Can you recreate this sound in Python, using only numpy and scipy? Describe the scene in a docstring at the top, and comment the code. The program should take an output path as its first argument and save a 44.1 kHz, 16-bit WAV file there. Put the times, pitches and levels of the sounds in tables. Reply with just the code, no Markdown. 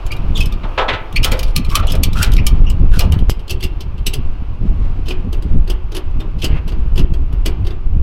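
"""On the steel deck of a trailer in a windy yard, two ratchet straps are cranked tight, one after the other.
Pawls (sprung catches) chatter over teeth: random bursts excite decaying tones and noise for the steel frames.
Squeaks are gliding tones, webbing creaks and rasps are tiny random slips, and sheet metal clanks.
Shaped noise makes the wind, with its gusts, lulls and thumps, a soft rustling and the distant yard."""
import sys
import numpy as np
from scipy import signal
from scipy.fft import rfft, irfft, next_fast_len
from scipy.io import wavfile
from scipy.ndimage import uniform_filter1d

SR = 44100
rng = np.random.default_rng(int(sys.argv[2]) if len(sys.argv) > 2 else 0)


def to_wav(sig):
    """Store sig (one row per channel, or 1-D mono) as 16-bit WAV at the path in sys.argv[1].

    Samples outside -1..1 are clipped; the rate is SR.
    """
    pcm = np.clip(np.atleast_2d(sig), -1, 1) * 32767
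    pcm = np.round(pcm).astype(np.int16)
    wavfile.write(sys.argv[1], SR, pcm.T)  # frames by channels


N = 353682
TIME = np.arange(N) / SR
RING = TIME[:SR // 2]  # the half second given to each struck sound
TOP_HZ = 15850  # the treble is cut above this
DRAG_LEAD_S, DRAG_S = .008, 0.035  # the pawl drags over the teeth from just before each blow until after it
# eddy level at a given wind strength, and the dB that eddies gain per dB of wind
EDDY_DB, AT_WIND_DB, EDDY_GROWTH = -27, -15, 1.37

# base strength of the slow wind pressure: time_s, relative_level_db
WIND = [(0.0, -15), (0.42, -17), (0.59, -15.5), (1.1, -23), (1.2, -9), (1.49, -13.5), (1.74, -9.5),
        (3.29, -7), (3.34, -20), (3.8, -13.5), (4.45, -15.5), (4.83, -13.5), (5.31, -14.5), (5.98, -17),
        (6.52, -15), (7.13, -10), (7.8, -17), (8.02, -11.5)]
# gusts and lulls on top: crest_s, length_s, pressure_change_db, eddies_change_db
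GUSTS_AND_LULLS = [(0.344, 0.56, 9.5, 12.5), (.95, 0.11, 2.5, 14.5), (1.457, 0.27, 2, -2),
                   (2.0, 0.15, -1.5, 6.5), (2.365, 0.18, 1, 6.5), (2.607, 0.18, 5, 1), (2.835, 0.086, 2, 4),
                   (3.13, .22, -4.5, 7.5), (3.573, 0.28, 2.5, 10), (4.25, 0.23, 4, -4),
                   (4.72, 0.58, 4.5, 5.5), (5.556, 0.25, 9.5, 13.5), (6.145, 0.24, 10, 7.5),
                   (6.47, 0.49, 3.5, 7.5), (7.02, 0.29, 4, 5), (7.612, 0.33, 2.5, 9), (7.99, 0.43, 4, 7.5)]
# tone of the slow, large eddies: pitch_hz, level_db
BUFFET = [(3, -26), (10, -1), (20, 1), (34, -2.5), (50, -7.5), (70, -18), (16000, -200)]
# tone of the small eddies: pitch_hz, level_db
EDDIES = [(30, -18), (60, -1), (85, 0), (125, -8), (300, -23), (450, -33), (16000, -122)]
# tone of the distant yard: pitch_hz, level_db
YARD = [(180, -20), (340, -6), (502, -13.5), (1150, -14), (1850, -27), (2650, -21), (3700, -32.5),
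        (4800, -36.5), (7500, -51), (16000, -53.5)]
# loudness of the yard, before it wavers: time_s, level_db
YARD_LEVEL = [(0, -35.5), (3.25, -37.5), (3.35, -42), (8, -44)]
# blows of the nearer pawl: start_s, relative_peak_db, relative_treble_db, favoured_pitch_hz
NEAR_BLOWS = [(.063, -35, -1, 3220), (.117, -26, -13.5, 2940), (.165, -39.5, -7, 3830),
              (.405, -30, 6, 5300), (.456, -29.5, -2, 5100), (.523, -31.5, -14, 4500),
              (1.125, -37, -3, 3480), (1.16, -18.5, -9.5, 2340), (1.23, -19, -19, 2580),
              (1.238, -16, -5, 3030), (1.244, -11, -1.5, 3240), (1.317, -18.5, -9, 2300),
              (1.324, -26, -6, 3030), (1.391, -23, -5, 2700), (1.429, -24, -11, 4530),
              (1.561, -11.5, -1.5, 3800), (1.647, -29.5, -11.5, 2530), (1.713, -30.5, -7, 2450),
              (1.753, -10, -3.5, 3240), (1.869, -30.5, 1.5, 2800), (1.919, -22, -0.5, 3250),
              (1.951, -29, -3, 2350), (2.033, -11.5, -1, 3200), (2.13, -29, -4.5, 4080),
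              (2.221, -22, -2, 3170), (2.228, -12, -5, 5350), (2.317, -31.5, -4.5, 3500),
              (2.335, -25.5, -1, 2960), (2.365, -24.5, -13.5, 3600), (2.466, -13.5, -0.5, 3220),
              (2.699, -27.5, -1, 2900), (2.992, -13, -2.5, 3400), (3.007, -19.5, -13, 2900),
              (3.121, -23, -7.5, 3000), (3.189, -33, -10, 3100)]
# blows of the farther pawl: start_s, relative_peak_db, relative_treble_db, favoured_pitch_hz
FAR_BLOWS = [(3.297, -25, 0.5, 5000), (3.393, -44, -9, 2980), (3.478, -37.5, -2, 4370),
             (3.494, -28.5, -6, 4500), (3.504, -23.5, -4.5, 2700), (3.605, -35.5, -7, 3240),
             (3.626, -27.5, -11, 4500), (3.635, -26, -2.5, 2700), (3.805, -34.5, -9.5, 3060),
             (3.978, -44.5, -18, 2800), (4.065, -18.5, -5, 2840), (4.135, -23.5, 1, 3430),
             (5.083, -31, -5.5, 2670), (5.106, -25.5, -19.5, 2830), (5.327, -36, -5.5, 3570),
             (5.422, -42.5, -4, 4430), (5.675, -39, -9, 4570), (5.698, -29, -2.5, 3130),
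             (5.918, -40.5, -10, 3700), (5.947, -32.5, -3, 2840), (5.965, -28, -6.5, 2700),
             (6.202, -37.5, -16, 3650), (6.43, -27.5, -12, 2600), (6.442, -20.5, -6.5, 3100),
             (6.677, -39, -9, 4000), (6.719, -43, -12, 4800), (6.957, -36.5, -8, 3460),
             (6.976, -25.5, -9, 2750), (6.991, -29.5, -12, 2970), (7.136, -39, -6, 3250),
             (7.325, -46.5, -5, 2860), (7.458, -22.5, -3.5, 4470), (7.647, -45, -11, 4600),
             (7.667, -36, -11, 2040), (7.705, -40.5, -15, 3560)]
# strong rings (modes) of each frame, before chance varies them: pitch_hz, level_db, fall_by_60_db_s
NEAR_MODES = [(1202, 2.5, 0.057), (2372, 5.5, 0.054), (2558, 4.5, 0.051), (2860, 1, 0.086),
              (3143, -2, 0.083), (4400, -7.5, 0.096), (5230, -2.5, 0.055), (9600, -0.5, 0.042),
              (11430, 2.5, 0.033), (13000, 8, 0.026)]
FAR_MODES = [(2050, -9.5, .14), (2720, 1, 0.1), (2928, 4.5, 0.056), (3157, 1.5, .07), (3470, -6.5, 0.089),
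             (4580, 0, 0.093), (5060, -2.5, 0.1), (7850, -5, 0.088), (10480, 2, 0.039), (12420, 3, 0.042)]
# tone of the dense, quickly fading rest of each frame: pitch_hz, level_db
NEAR_CRACK = [(300, -6), (1000, -23.5), (1900, -7.5), (3000, 5), (5300, 3), (6800, -2.5), (9000, -3.5),
              (12700, -6), (16000, -10)]
FAR_CRACK = [(300, -29), (1000, -37), (1700, -15), (2900, 5.5), (3700, 0), (5000, -1), (7000, -8),
             (9000, -8.5), (13000, -9.5), (16000, -20)]
# the nearer handle swinging back and scraping over its wheel: start_s, length_s, level_db
NEAR_SCRAPES = [(.342, 0.105, -31.5), (1.25, 0.051, -37.5), (1.33, 0.2, -46), (1.69, 0.02, -33.5),
                (1.738, 0.039, -40), (1.865, 0.059, -35.5), (2.15, 0.14, -34.5), (2.315, 0.025, -35.5),
                (2.905, 0.17, -41)]
# the farther handle doing the same: start_s, length_s, level_db
FAR_SCRAPES = [(5.05, 0.058, -39.5), (6.38, 0.069, -40.5), (6.417, 0.028, -28.5), (6.665, 0.05, -43.5)]
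# tone of the echo: pitch_hz, level_db
ECHO = [(200, 15), (1200, 7), (3000, -1.5), (5000, -12.5), (16000, -57)]
# squeaks of dry pivots, and the clear tones within the webbing creaks:
# start_s, length_s, start_pitch_hz, end_pitch_hz, level_db, pitch_scatter_share
SQUEAKS = [(0.102, 0.035, 2260, 2540, -27.5, 0.026), (0.347, 0.035, 3680, 3420, -24, 0.044),
           (0.365, 0.11, 3480, 2855, -31.5, 0.046), (0.4, 0.035, 2633, 2540, -21.5, 0.018),
           (1.153, 0.038, 2270, 2610, -19, 0.075), (1.155, 0.025, 4270, 4440, -21.5, 0.015),
           (1.738, 0.029, 1100, 1270, -18, 0.04), (1.863, 0.062, 2790, 3370, -28, 0.085),
           (2.177, 0.0684, 1323, 1537, -26, 0.02), (2.366, 0.049, 2200, 2760, -27, 0.09),
           (2.659, 0.038, 2780, 3000, -32.5, 0.06)]
# single eddies that thump on the microphone: centre_s, relative_level_db
PUFFS = [(.339, -30), (1.156, -26), (1.322, -25), (1.594, -19.5), (2.068, -26), (2.188, -23), (2.534, -21),
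         (2.628, -23), (2.84, -23), (3.064, -21.5), (4.194, -24), (4.65, -21), (5.268, -23.5),
         (5.573, -20.5), (6.548, -19.5), (6.794, -26.5), (7.005, -17.5)]
# tone of each thump: pitch_hz, level_db
PUFF = [(30, -12), (120, 0), (250, -8), (400, -24), (16000, -130)]
# clanks of sheet metal, and the fuller body of some hard blows of the nearer pawl:
# start_s, peak_db, favoured_pitch_hz
CLANKS = [(0.632, -27, 985), (.776, -10.5, 1050), (.808, -16, 792), (.881, -12.5, 2500), (.927, -20, 2950),
          (1.243, -20.5, 1350), (1.314, -20, 550), (1.319, -24.5, 2000), (1.757, -24, 3100),
          (1.825, -26.5, 678), (1.934, -21.5, 620), (2.228, -22.5, 3000), (2.995, -24, 750),
          (3.122, -33, 1730)]
# rings of the sheet, before chance varies them: pitch_hz, level_db, fall_by_60_db_s
SHEET_MODES = [(396, -4, .6), (521, 0, .6), (623, -3, .5), (692, -4, .5), (753, -6, .45), (880, -2, .6),
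               (1003, -5, .4), (1303, 0, .45), (1446, -5, .35), (1670, -6, .4), (2000, -6, .35),
               (2930, -7, .2)]
# tone of the crash of the sheet: pitch_hz, level_db
SHEET_CRASH = [(150, -27), (400, 22.5), (1300, 11), (2200, 3.5), (3700, -5), (5500, -31), (16000, -42.5)]
# webbing slipping round the drum: start_s, length_s, start_pitch_hz, end_pitch_hz, level_db
CREAKS = [(1.69, 0.14, 1050, 1390, -29.5), (2.136, 0.13, 1210, 1500, -28.5),
          (2.9, 0.094, 1490, 1350, -35.5)]
# rings of the deck under the farther ratchet, before chance varies them: pitch_hz, level_db, fall_by_60_db_s
DECK_MODES = [(270, -8, .3), (322, 0, .35), (370, 3, .38), (425, -1, .3)]
# soft, dull rustling, before its level flutters: start_s, length_s, level_db
RUSTLES = [(4.549, 0.81, -47.5), (5.44, 0.14, -47), (6.732, 0.25, -51)]
# tone of the rustling: pitch_hz, level_db
RUSTLE_TONE = [(250, 2), (800, -2), (4000, -18.5), (16000, -47.5)]
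# tone of webbing dragged through the farther ratchet: pitch_hz, level_db
RASP = [(400, -6), (1000, 0.5), (1600, -4), (2700, -0.5), (3900, -16.5), (8000, -39)]


def undb(db):
    """Turn decibels into a gain."""
    return 10 ** (np.asarray(db) / 20)


def unit(x):
    """Scale a sound to an average (rms) strength of 1."""
    return x / np.sqrt(np.mean(x ** 2))


def curve(rows):
    """Join the points of a two-column table by straight lines in time."""
    times, values = np.transpose(rows)
    return np.interp(TIME, times, values)


def colour(x, points):
    """Shape the tone by (pitch_hz, level_db) points, without any sound arriving early."""
    size = 2 * next_fast_len(len(x) // 2 + 2048, True)
    hz, db = np.transpose(points)
    bins_hz = np.fft.rfftfreq(size, 1 / SR)
    wanted_db = np.interp(np.log(bins_hz + 1), np.log(hz), db)
    # folding the cepstrum gives the filter that responds soonest
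    cepstrum = irfft(np.log(undb(wanted_db)))
    cepstrum[1:size // 2] *= 2
    cepstrum[size // 2 + 1:] = 0
    return irfft(rfft(x, size) * np.exp(rfft(cepstrum)))[:len(x)]


def noise(points):
    """Noise of a given tone, with an rms strength of 1."""
    return unit(colour(rng.standard_normal(N), points))


def walk(rate):
    """A smooth random drift with an rms of 1, given `rate` new values per second."""
    step = int(SR / rate)
    values = np.repeat(rng.standard_normal(N // step + 1), step)
    return unit(uniform_filter1d(values, step)[:N])


def fade(t60):
    """Die away smoothly, by 60 dB in t60 seconds."""
    return np.exp(-np.log(1000) * RING / max(t60, .001))


def loudest(x, db):
    """Set the level of the loudest 4 milliseconds."""
    return x * undb(db) / np.sqrt(uniform_filter1d(x ** 2, size=176).max())


def add(track, s, x):
    """Mix a sound into a track at a time in seconds."""
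    i = max(int(s * SR), 0)
    track[i:i + len(x)] += x[:N - i]


def wind_levels():
    """Pressure and eddies in dB: both follow the wind, eddies more steeply; gusts and lulls change both."""
    pressure = curve(WIND)
    eddies = EDDY_DB + EDDY_GROWTH * (pressure - AT_WIND_DB)
    for s, seconds, pressure_change_db, eddies_change_db in GUSTS_AND_LULLS:
        shape = np.cos(np.pi * np.clip((TIME - s) / seconds, -.5, .5)) ** 2
        pressure = pressure + pressure_change_db * shape
        eddies = eddies + eddies_change_db * shape
    return pressure, eddies


def wind(buffet_db, eddy_db, flutter_db, coupling, heave_db):
    """Large eddies push the microphone slowly; small ones spurt when that push is strong either way."""
    buffet = noise(BUFFET)
    # even out both layers first, so that the wind tables set their loudness
    buffet /= np.sqrt(uniform_filter1d(buffet ** 2, size=5000))
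    eddies = noise(EDDIES) * undb(flutter_db * walk(30)) * (1 + coupling * buffet ** 2)
    eddies /= np.sqrt(uniform_filter1d(eddies ** 2, size=5000))
    pressure, spurts = wind_levels()
    slow_push = buffet * undb(pressure + buffet_db + heave_db * walk(14))
    return slow_push + eddies * undb(spurts + eddy_db)


def yard():
    """Distant machines, traffic and open air blend into a shaped noise that wavers a little."""
    return noise(YARD) * undb(curve(YARD_LEVEL) + walk(6))


def grit(seconds, density):
    """A swell of tiny grains of uneven size, with `density` larger ones per second, as in rubbing."""
    n = int(seconds * SR)
    size, chance = rng.standard_normal(N)[:n], rng.random(N)[:n]
    large = chance < density / SR
    return unit(size * (0.23 + large)) * signal.windows.tukey(n, .5)


def drags(blows, drag_db):
    """The harder the blow, the louder the pawl drags over the teeth."""
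    return [(s - DRAG_LEAD_S, DRAG_S, db + drag_db) for s, db, _, _ in blows]


def scrapes(rows, crack, ticks_per_s, treble_db, drag):
    """Steel drags on steel, catches on burrs and sounds through the frame."""
    out = np.zeros(N)
    catches = (rng.random(N) < ticks_per_s / SR) * rng.random(N)
    grip = drag + signal.fftconvolve(catches, fade(.03))[:N]
    for s, seconds, db in rows:
        slips = grit(seconds, density=2700)
        add(out, s, undb(db) * unit(slips * grip[int(s * SR):][:len(slips)]))
    # each slip rings on briefly in the frame
    frame = rng.standard_normal(len(RING)) * fade(.09)
    ringing = signal.fftconvolve(out, frame)[:N]
    rung = colour(unit(out) + .5 * unit(ringing), crack)
    rung = colour(rung, [(3500, 0.008), (8000, treble_db)])
    return unit(rung) * np.std(out)


def ring(modes, scatter_db, detune):
    """A struck part sounds several fading tones; each blow varies their strength, pitch and phase."""
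    out = 0
    chances = rng.standard_normal((len(modes), 3))
    for (hz, db, t60), (size, shift, turn) in zip(modes, chances):
        tone = np.sin(2 * np.pi * (hz * (1 + detune * shift) * RING + turn))
        out = out + undb(db + scatter_db * size) * fade(t60) * tone
    return unit(out)


def chatter(seconds, skid_db):
    """The pawl skids off the tooth, strikes and rebounds in a few milliseconds of random hits."""
    size, chance = rng.standard_normal(len(RING)), rng.random(len(RING))
    age = RING / max(seconds, .0005)
    strength = age ** 2 * np.exp(-age) + undb(skid_db) * np.exp(-age / 3)
    return size * (chance < 6000 / SR) * strength  # about 6000 chances of a hit per second


def ratchet(blows, modes, crack, crack_t60, snap, ring_db, gain_db, treble_db, chatter_s, focus_db, detune):
    """The sprung pawl drops off a tooth, chatters on the wheel and rings the frame."""
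    out = np.zeros(N)
    for s, db, bright_db, hz in blows:
        # a fast fade and a slower one together make the dense rings drop quickly at first
        dense = rng.standard_normal(len(RING)) * (fade(crack_t60) + snap * fade(crack_t60 / 5))
        hits = chatter(chatter_s, skid_db=-14)
        click = unit(colour(signal.fftconvolve(hits, dense)[:len(RING)], crack))
        # the strong rings build up while the pawl chatters
        build_up = np.cumsum(hits ** 2)
        click += undb(ring_db) * unit(ring(modes, scatter_db=4, detune=detune) * build_up)
        # the handle's position favours one resonance; a harder contact carries more treble
        click = colour(click, [(hz / 1.12, 0), (hz, focus_db), (hz * 1.12, 0)])
        click = colour(click, [(3500, 0), (8000, treble_db + bright_db)])
        add(out, s, loudest(click, db + gain_db))
    return out


def surroundings(x, t60, wet_db):
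    """The deck, the load and nearby walls send back dull reflections, made as a fading noise tail."""
    tail = colour(rng.standard_normal(len(RING)) * fade(t60) * (1 - fade(.05)), ECHO)
    tail = tail / np.sqrt(np.sum(tail ** 2))
    return undb(wet_db) * signal.fftconvolve(x, tail)[:N]


def squeaks(octave_db, flutter_db):
    """Dry pivots and creaking webbing stick and slip: a gliding, unsteady tone with its octave."""
    out = np.zeros(N)
    for s, seconds, start_hz, end_hz, db, scatter in SQUEAKS:
        n = int(seconds * SR)
        hz = np.linspace(start_hz, end_hz, n) * (1 + scatter * walk(900)[:n])
        phase = 2 * np.pi * np.cumsum(hz) / SR
        tone = np.sin(phase) + undb(octave_db) * np.sin(2 * phase)
        tone = tone * undb(flutter_db * walk(250)[:n])
        add(out, s, undb(db) * unit(tone) * signal.windows.tukey(n, .7))
    return out


def puffs(seconds, gain_db):
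    """Single eddies hit the microphone, each a short, soft thump."""
    out = np.zeros(N)
    air, n = noise(PUFF), int(seconds * SR)
    for s, db in PUFFS:
        start = s - seconds / 2
        thump = air[int(start * SR):][:n] * np.hanning(n)
        add(out, start, undb(db + gain_db) * unit(thump))
    return out


def clanks(crash_t60, ring_db, swell_s, slope_db):
    """Sheet metal clanks, and some pawl blows gain body: a crash of noise over ringing modes."""
    out = np.zeros(N)
    for s, db, hz in CLANKS:
        plate = unit(colour(rng.standard_normal(len(RING)) * fade(crash_t60), SHEET_CRASH))
        plate += undb(ring_db) * ring(SHEET_MODES, scatter_db=1.5, detune=.001)
        plate = colour(plate, [(hz / 4, slope_db), (hz, 0), (hz * 4, slope_db)])
        # the point of contact gives a brighter smack
        smack = rng.standard_normal(len(RING)) * fade(0.13)
        smack = colour(smack, [(1500, 4.5), (3500, 6.5), (5500, -14.5), (16000, -49.0)])
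        clank = (plate + undb(-8) * unit(smack)) * (1 - fade(swell_s))
        add(out, s, loudest(clank, db))
    return out


def creaks(density, judder_db, drum_t60, overtone, overtone_db):
    """Loaded webbing slips in jerks that ring the drum, whose resonances glide as the load changes."""
    out = np.zeros(N)
    for s, seconds, start_hz, end_hz, db in CREAKS:
        slips = grit(seconds, density)
        n = len(slips)
        slips = slips * undb(judder_db * walk(144)[:n])
        phase = 2 * np.pi * np.cumsum(np.linspace(start_hz, end_hz, n)) / SR
        rings = []
        for ratio in (1, overtone):
            # turning the slips back, smearing them and turning forward makes a gliding resonance
            turn = np.exp(1j * ratio * phase)
            smeared = signal.fftconvolve(slips / turn, fade(drum_t60))[:n]
            rings.append(unit((turn * smeared).real))
        low, high = rings
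        add(out, s, undb(db) * (low + undb(overtone_db) * high) * signal.windows.tukey(n))
    return out


def pop(s, db, t60):
    """A dry pop at the join where one stretch of wind is cut to another: a level that grows, then stops dead."""
    out = np.zeros(N)
    add(out, s - len(RING) / SR, undb(db) * fade(t60)[::-1])
    return out


def deck(gain_db, share, thud_db):
    """The taut strap hands the farther pawl's blows on to the deck, more as it tightens."""
    out = np.zeros(N)
    for s, db, _, _ in FAR_BLOWS:
        thud = rng.standard_normal(len(RING)) * fade(.32)
        thud = unit(colour(thud, [(150, -15), (380, 0), (1100, -7), (2800, -17), (16000, -75)]))
        answer = ring(DECK_MODES, scatter_db=2.5, detune=0.017) + undb(thud_db) * thud
        answer = answer * (1 - fade(0.0028))  # soften the onset
        tension_db = np.interp(s, [4.3, 5], [-8, 0])
        # only a share of each blow's difference in dB reaches the deck
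        add(out, s, loudest(answer, share * db + gain_db + tension_db))
    return out


def rustles(flutter_db):
    """A soft rustle of uneven grains comes and goes."""
    out = np.zeros(N)
    for s, seconds, db in RUSTLES:
        add(out, s, undb(db) * unit(colour(grit(seconds, density=900), RUSTLE_TONE)))
    return out * undb(flutter_db * walk(20))


def rasp(s, seconds, db, swell_db):
    """Webbing slides over steel in a fine, even rasp that swells until the handle stops."""
    out = np.zeros(N)
    slips = grit(seconds, density=6000)
    swelling = slips * undb(np.linspace(0, swell_db, len(slips)))
    add(out, s, undb(db) * unit(colour(swelling, RASP)))
    return out


def scene():
    """Both ratchets with their squeaks, creaks and clanks, in the windy yard."""
    near = ratchet(NEAR_BLOWS, NEAR_MODES, NEAR_CRACK, crack_t60=0.076, snap=2.0, ring_db=-4.0,
                   gain_db=.5, treble_db=5, chatter_s=0.00069, focus_db=9, detune=.012)
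    near += scrapes(NEAR_SCRAPES + drags(NEAR_BLOWS, drag_db=-18), NEAR_CRACK,
                    ticks_per_s=190, treble_db=-6.5, drag=0.27)
    far = ratchet(FAR_BLOWS, FAR_MODES, FAR_CRACK, crack_t60=0.084, snap=0.67, ring_db=-5.5,
                  gain_db=2.5, treble_db=5.0, chatter_s=0.00093, focus_db=6, detune=0.004)
    far += scrapes(FAR_SCRAPES + drags(FAR_BLOWS, drag_db=-11), FAR_CRACK,
                   ticks_per_s=150, treble_db=-9.5, drag=0.48)
    soft = squeaks(octave_db=-16.5, flutter_db=3.0)
    soft += creaks(density=620, judder_db=4.5, drum_t60=0.017, overtone=1.9, overtone_db=-9.5)
    soft += rasp(s=6.47, seconds=0.14, db=-38, swell_db=10)
    soft += rustles(flutter_db=3)
    steel = clanks(crash_t60=0.37, ring_db=-4, swell_s=0.034, slope_db=-14.5)
    steel += deck(gain_db=-10.5, share=.5, thud_db=-6)
    echo = surroundings(near, t60=.33, wet_db=-11)
    echo += surroundings(far + soft, t60=.35, wet_db=-12)
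    air = wind(buffet_db=-1, eddy_db=.7, flutter_db=3, coupling=.5, heave_db=2.6)
    air += puffs(seconds=.075, gain_db=-1)
    air += yard()
    air += pop(s=3.297, db=-2, t60=.02)
    return (near + far + soft + steel + echo + air)[None]


def record(dry):
    """Peaks near full scale, as in strong gusts, overload and are rounded off; the top treble is cut."""
    clipped = dry / (1 + dry ** 12) ** (1 / 12)
    treble_cut = signal.ellip(10, .2, 80, TOP_HZ, fs=SR, output="sos")
    return signal.sosfilt(treble_cut, clipped)


dry = scene()
out = record(dry)
to_wav(out)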